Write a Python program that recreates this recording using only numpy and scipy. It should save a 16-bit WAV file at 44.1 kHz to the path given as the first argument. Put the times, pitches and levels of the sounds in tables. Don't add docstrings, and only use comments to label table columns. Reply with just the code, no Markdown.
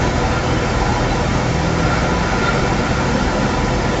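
import sys
import numpy as np
from scipy import signal
from scipy.fft import rfft, irfft
from scipy.io import wavfile
from scipy.ndimage import uniform_filter1d

SR = 44100
rng = np.random.default_rng(int(sys.argv[2]) if len(sys.argv) > 2 else 0)


def master_out(mix):
    frames = np.transpose(np.atleast_2d(mix))
    ceiling = np.clip(frames, -1, 1)
    pcm = np.round(ceiling * 32767).astype(np.int16)
    wavfile.write(sys.argv[1], SR, pcm)


N = 176400


# f/Hz, level/dB per Hz
ROAR_SPECTRUM = [(22, -76), (33, -49.5), (55, -36.5), (95, -54.5), (125, -46), (190, -46.5), (240, -47),
                 (305, -48), (355, -46.5), (405, -57), (460, -51.5), (590, -52.5), (720, -49), (860, -54.5),
                 (1100, -58), (1400, -58), (1600, -60), (2150, -62), (2800, -67), (4000, -70.5),
                 (5300, -71), (7000, -73.5), (7700, -77.5)]
def shredder_roar(engine_phase):
    noise = coloured(churn(patch_db=.8), ROAR_SPECTRUM)
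    flicker = amp(.35 * drift(24))
    throb = 1 + .038 * np.cos(engine_phase)
    return noise * flicker * throb


# t/s, relative level/dB
BITE_LEVEL = [(0, -11), (.4, -5), (.7, -6), (1.0, -8), (1.35, -10), (1.65, -13), (1.95, 1.5), (2.14, -4.5),
              (2.25, -1.5), (2.36, -1), (2.47, 2), (2.58, -1), (2.9, -3), (3.15, -5), (3.45, -4.5),
              (3.6, -9.5), (4, -14)]
# f/Hz, level/dB per Hz
RASP_SPECTRUM = [(300, -62.5), (700, -57), (1050, -67.5), (1400, -53.5), (1650, -61.5), (2200, -62.5),
                 (3000, -76), (5000, -74.5), (7700, -84)]
def cutters():
    snaps_per_s, spread_db, snap_share = 1200, 2.5, .35
    snaps = (rng.random(N) < snaps_per_s / SR) * rng.choice([-1, 1], N)
    strength = amp(spread_db * np.minimum(rng.exponential(1, N), 4))
    rasp = churn(patch_db=2)
    tearing = np.sqrt(snap_share) * unit_rms(snaps * strength) + np.sqrt(1 - snap_share) * rasp
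    return coloured(tearing, RASP_SPECTRUM) * amp(curve(BITE_LEVEL))


def cutter_shaft():
    return amp(-43.5 + curve(BITE_LEVEL)) * resonance(hz=1378, width_hz=45)


# t/s, firing f/Hz, then relative level/dB of harmonics 1 to 4
ENGINE_TRACK = [(0, 41.74, -28, -35, -26, -24), (.3, 40.85, -29, -29.5, -29, -34),
                (.5, 40.74, -28, -33, -25, -29), (.75, 40.6, -26.5, -33, -30, -33),
                (1.05, 40.4, -25.5, -33, -29, -37), (1.3, 40.55, -25.5, -29.5, -26, -24),
                (1.48, 40.7, -27, -30.5, -22.5, -22), (1.68, 41.15, -28, -30.5, -35, -17.5),
                (1.85, 41.93, -29.5, -32.5, -25, -24.5), (2.1, 43.06, -28, -38, -29, -23.5),
                (2.38, 43.7, -28.5, -38, -37, -33), (2.54, 44.17, -27, -40, -25.5, -29),
                (3.05, 44.1, -26, -32, -25, -32), (3.3, 43.7, -22.5, -41.5, -35, -35),
                (3.75, 43.9, -22.5, -39, -28, -35), (4, 44, -22, -42, -32, -38)]
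# multiple of the firing rate, relative level/dB
WEAK_ORDERS = [(1.5, -33), (2.5, -39.5), (3.5, -35), (5.5, -33.5), (6, -39.5)]
def loader(engine_phase):
    harmonics = [(k, curve(ENGINE_TRACK, column=k + 1)) for k in range(1, 5)]
    out = np.zeros(N)
    for order, db in harmonics + WEAK_ORDERS:
        flutter = 1 + .12 * drift(9.5)
        out += amp(db) * flutter * np.sin(order * engine_phase + 2 * np.pi * rng.random())
    return np.sqrt(2) * amp(.5) * out


def firing_phase():
    return phase_of(curve(ENGINE_TRACK) * (1 + .002 * drift(3.6)))


# t/s, length/s, f/Hz, glide/share of f, roughness/0-1, level/dB
STEEL_SQUEALS = [(.05, .065, 3930, -.04, .7, -38.5), (.435, .1, 3015, -.005, .3, -38.5),
                 (.555, .045, 3015, 0, .3, -38), (.9, .06, 4070, 0, .8, -40),
                 (.955, .05, 3050, .02, .7, -41), (1.085, .046, 3995, -.005, .45, -36.3),
                 (1.2, .035, 5400, 0, .6, -43), (1.81, .075, 1385, .01, .25, -30.5),
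                 (1.905, .05, 1407, .01, .25, -26), (2.42, .038, 1392, -.01, .25, -23),
                 (2.468, .035, 1378, -.005, .25, -22.3), (2.43, .06, 3610, .01, .75, -38),
                 (2.44, .05, 3990, 0, .8, -39.5), (2.955, .035, 5000, 0, .7, -42.5)]
STEEL_GROANS = [(.215, .09, 750, -.06, .25, -27.5), (.22, .06, 870, -.04, .8, -35),
                (.815, .185, 820, .04, .3, -26), (.87, .13, 935, .13, .6, -32.5),
                (1.27, .14, 1178, 0, .2, -33)]
def rubbing_steel(rubs, arch):
    jitter, scatter_width, fade_s = .004, .025, .012
    out = np.zeros(N)
    for start, length, hz, glide, rough, db in rubs:
        n = round(length * SR)
        position = np.linspace(-1, 1, n)
        bend = glide * position / 2 + arch * (.5 - position ** 2)
        phase = phase_of(hz * (1 + bend + jitter * drift(250)[:n]))
        scatter = noise_around(phase, scatter_width * hz)
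        tone = np.sqrt(1 - rough) * unit_rms(np.sin(phase)) + np.sqrt(rough) * unit_rms(scatter)
        fade = np.minimum((1 - abs(position)) * length / 2 / fade_s, 1)
        add(out, start, amp(db) * unit_rms(tone) * fade)
    return out


# t/s, relative level/dB
LUMP_HITS = [(3.139, -17.5), (3.36, -21)]
# f/Hz, relative level/dB, t60/s
HOPPER_MODES = [(255.2, 2, 0.49), (199, 2.5, 0.36), (531, 1, 0.23)]
def hopper_knocks():
    out, t = np.zeros(N), np.arange(SR // 2) / SR
    ring = sum(amp(db - 60 * t / t60) * np.sin(2 * np.pi * hz * t) for hz, db, t60 in HOPPER_MODES)
    soft_attack = 1 - np.exp(-t / .009)
    for start, db in LUMP_HITS:
        add(out, start, amp(db) * ring * soft_attack)
    return out


def hopper_drone():
    peak_s, spread_s = 3.2, .36
    swell = np.exp(-.5 * ((np.arange(N) / SR - peak_s) / spread_s) ** 2)
    return amp(-27) * swell * resonance(hz=237.2, width_hz=50)


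# t/s, level/dB
PUMP_LEVEL = [(0, -36), (2.45, -35), (2.7, -28.5), (3.2, -28.5), (4, -31)]
def hydraulic_pump():
    pitch_hz = 204 * (1 + .004 * drift(10))
    return amp(curve(PUMP_LEVEL)) * np.sqrt(2) * np.sin(phase_of(pitch_hz))


# f/Hz, level/dB at halfway, growth/dB per s, wander/share of f
DRIVE_TONES = [(510, -46.5, 1.5, .025), (988, -42.8, -.5, .012), (1980, -49, 1.5, 0.0024),
               (2146, -48, -1, 0.0035)]
def shredder_drive():
    out, from_middle_s = np.zeros(N), (np.arange(N) - N / 2) / SR
    for hz, db, growth, wander in DRIVE_TONES:
        tone = np.sin(phase_of(hz * (1 + wander * drift(13.9))))
        flutter = 1 + .15 * drift(18)
        out += amp(db + growth * from_middle_s) * flutter * tone
    return np.sqrt(2) * out


def shed_reverb(x):
    t60_s, wet_gain = .6, amp(-12)
    t = np.arange(SR) / SR
    tail = rng.standard_normal(SR) * amp(-60 * t / t60_s) * (t > .015)
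    wet = signal.fftconvolve(x, tail / np.linalg.norm(tail))[:N]
    return (x + wet_gain * wet) / np.sqrt(1 + wet_gain ** 2)


# delay/ms, relative gain
ECHO_TAPS = [(2.206, .21), (8.002, .2), (10.003, .145), (10.209, .22), (12.211, .145), (13.0, .065),
             (15.214, .07)]
def small_room_effect(x):
    hz = np.fft.rfftfreq(2 * N, 1 / SR)
    comb = sum(gain * np.exp(-2j * np.pi * hz * ms / 1000) for ms, gain in ECHO_TAPS)
    return irfft(rfft(x, 2 * N) * (1 + amp(.6) * comb))[:N]


def churn(patch_db):
    spectrum = signal.stft(rng.standard_normal(N), nperseg=1024, noverlap=768)[2]
    patches = uniform_filter1d(rng.standard_normal(spectrum.shape), size=8, axis=0)
    patches = unit_rms(uniform_filter1d(patches, size=12, axis=1))
    noise = signal.istft(spectrum * amp(patch_db * patches), nperseg=1024, noverlap=768)[1]
    return unit_rms(noise[:N])


def coloured(x, points):
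    point_hz, db = np.transpose(points)
    hz = np.fft.rfftfreq(N, 1 / SR)
    gain = amp(np.interp(np.log(hz + 1), np.log(point_hz), db))
    return irfft(rfft(x) * gain, N) * np.sqrt(SR / 2)


def resonance(hz, width_hz):
    return noise_around(2 * np.pi * hz * np.arange(N) / SR, width_hz)


def noise_around(phase, width_hz):
    n = len(phase)
    return drift(width_hz)[:n] * np.cos(phase) + drift(width_hz)[:n] * np.sin(phase)


def drift(rate_hz):
    hz = np.fft.rfftfreq(N, 1 / SR)
    lowpass = np.exp(-(hz / rate_hz) ** 2) * (hz > 0)
    return unit_rms(irfft(rfft(rng.standard_normal(N)) * lowpass, N))


def phase_of(hz):
    return 2 * np.pi * np.cumsum(hz) / SR


def curve(table, column=1):
    table = np.array(table)
    return np.interp(np.arange(N) / SR, table[:, 0], table[:, column])


def amp(db):
    return 10 ** (np.asarray(db) / 20)


def unit_rms(x):
    return x / np.sqrt(np.mean(x ** 2) + 1e-20)


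def add(mix, start_s, sound):
    part = mix[max(round(start_s * SR), 0):][:len(sound)]
    part += sound[:len(part)]


def scene():
    engine_phase = firing_phase()
    machines = shredder_roar(engine_phase) + loader(engine_phase)
    hums = shredder_drive() + hydraulic_pump() + cutter_shaft() + hopper_drone()
    steel = rubbing_steel(STEEL_SQUEALS, arch=0) + rubbing_steel(STEEL_GROANS, arch=.025)
    shredding = shed_reverb(cutters() + steel + hopper_knocks())
    return small_room_effect(machines + hums + shredding)[None]


def record(dry):
    lowpass = signal.firwin(1023, 7720, window=("kaiser", 9), fs=SR)
    return signal.oaconvolve(dry, lowpass[None], "same")


dry = scene()
out = record(dry)
master_out(out)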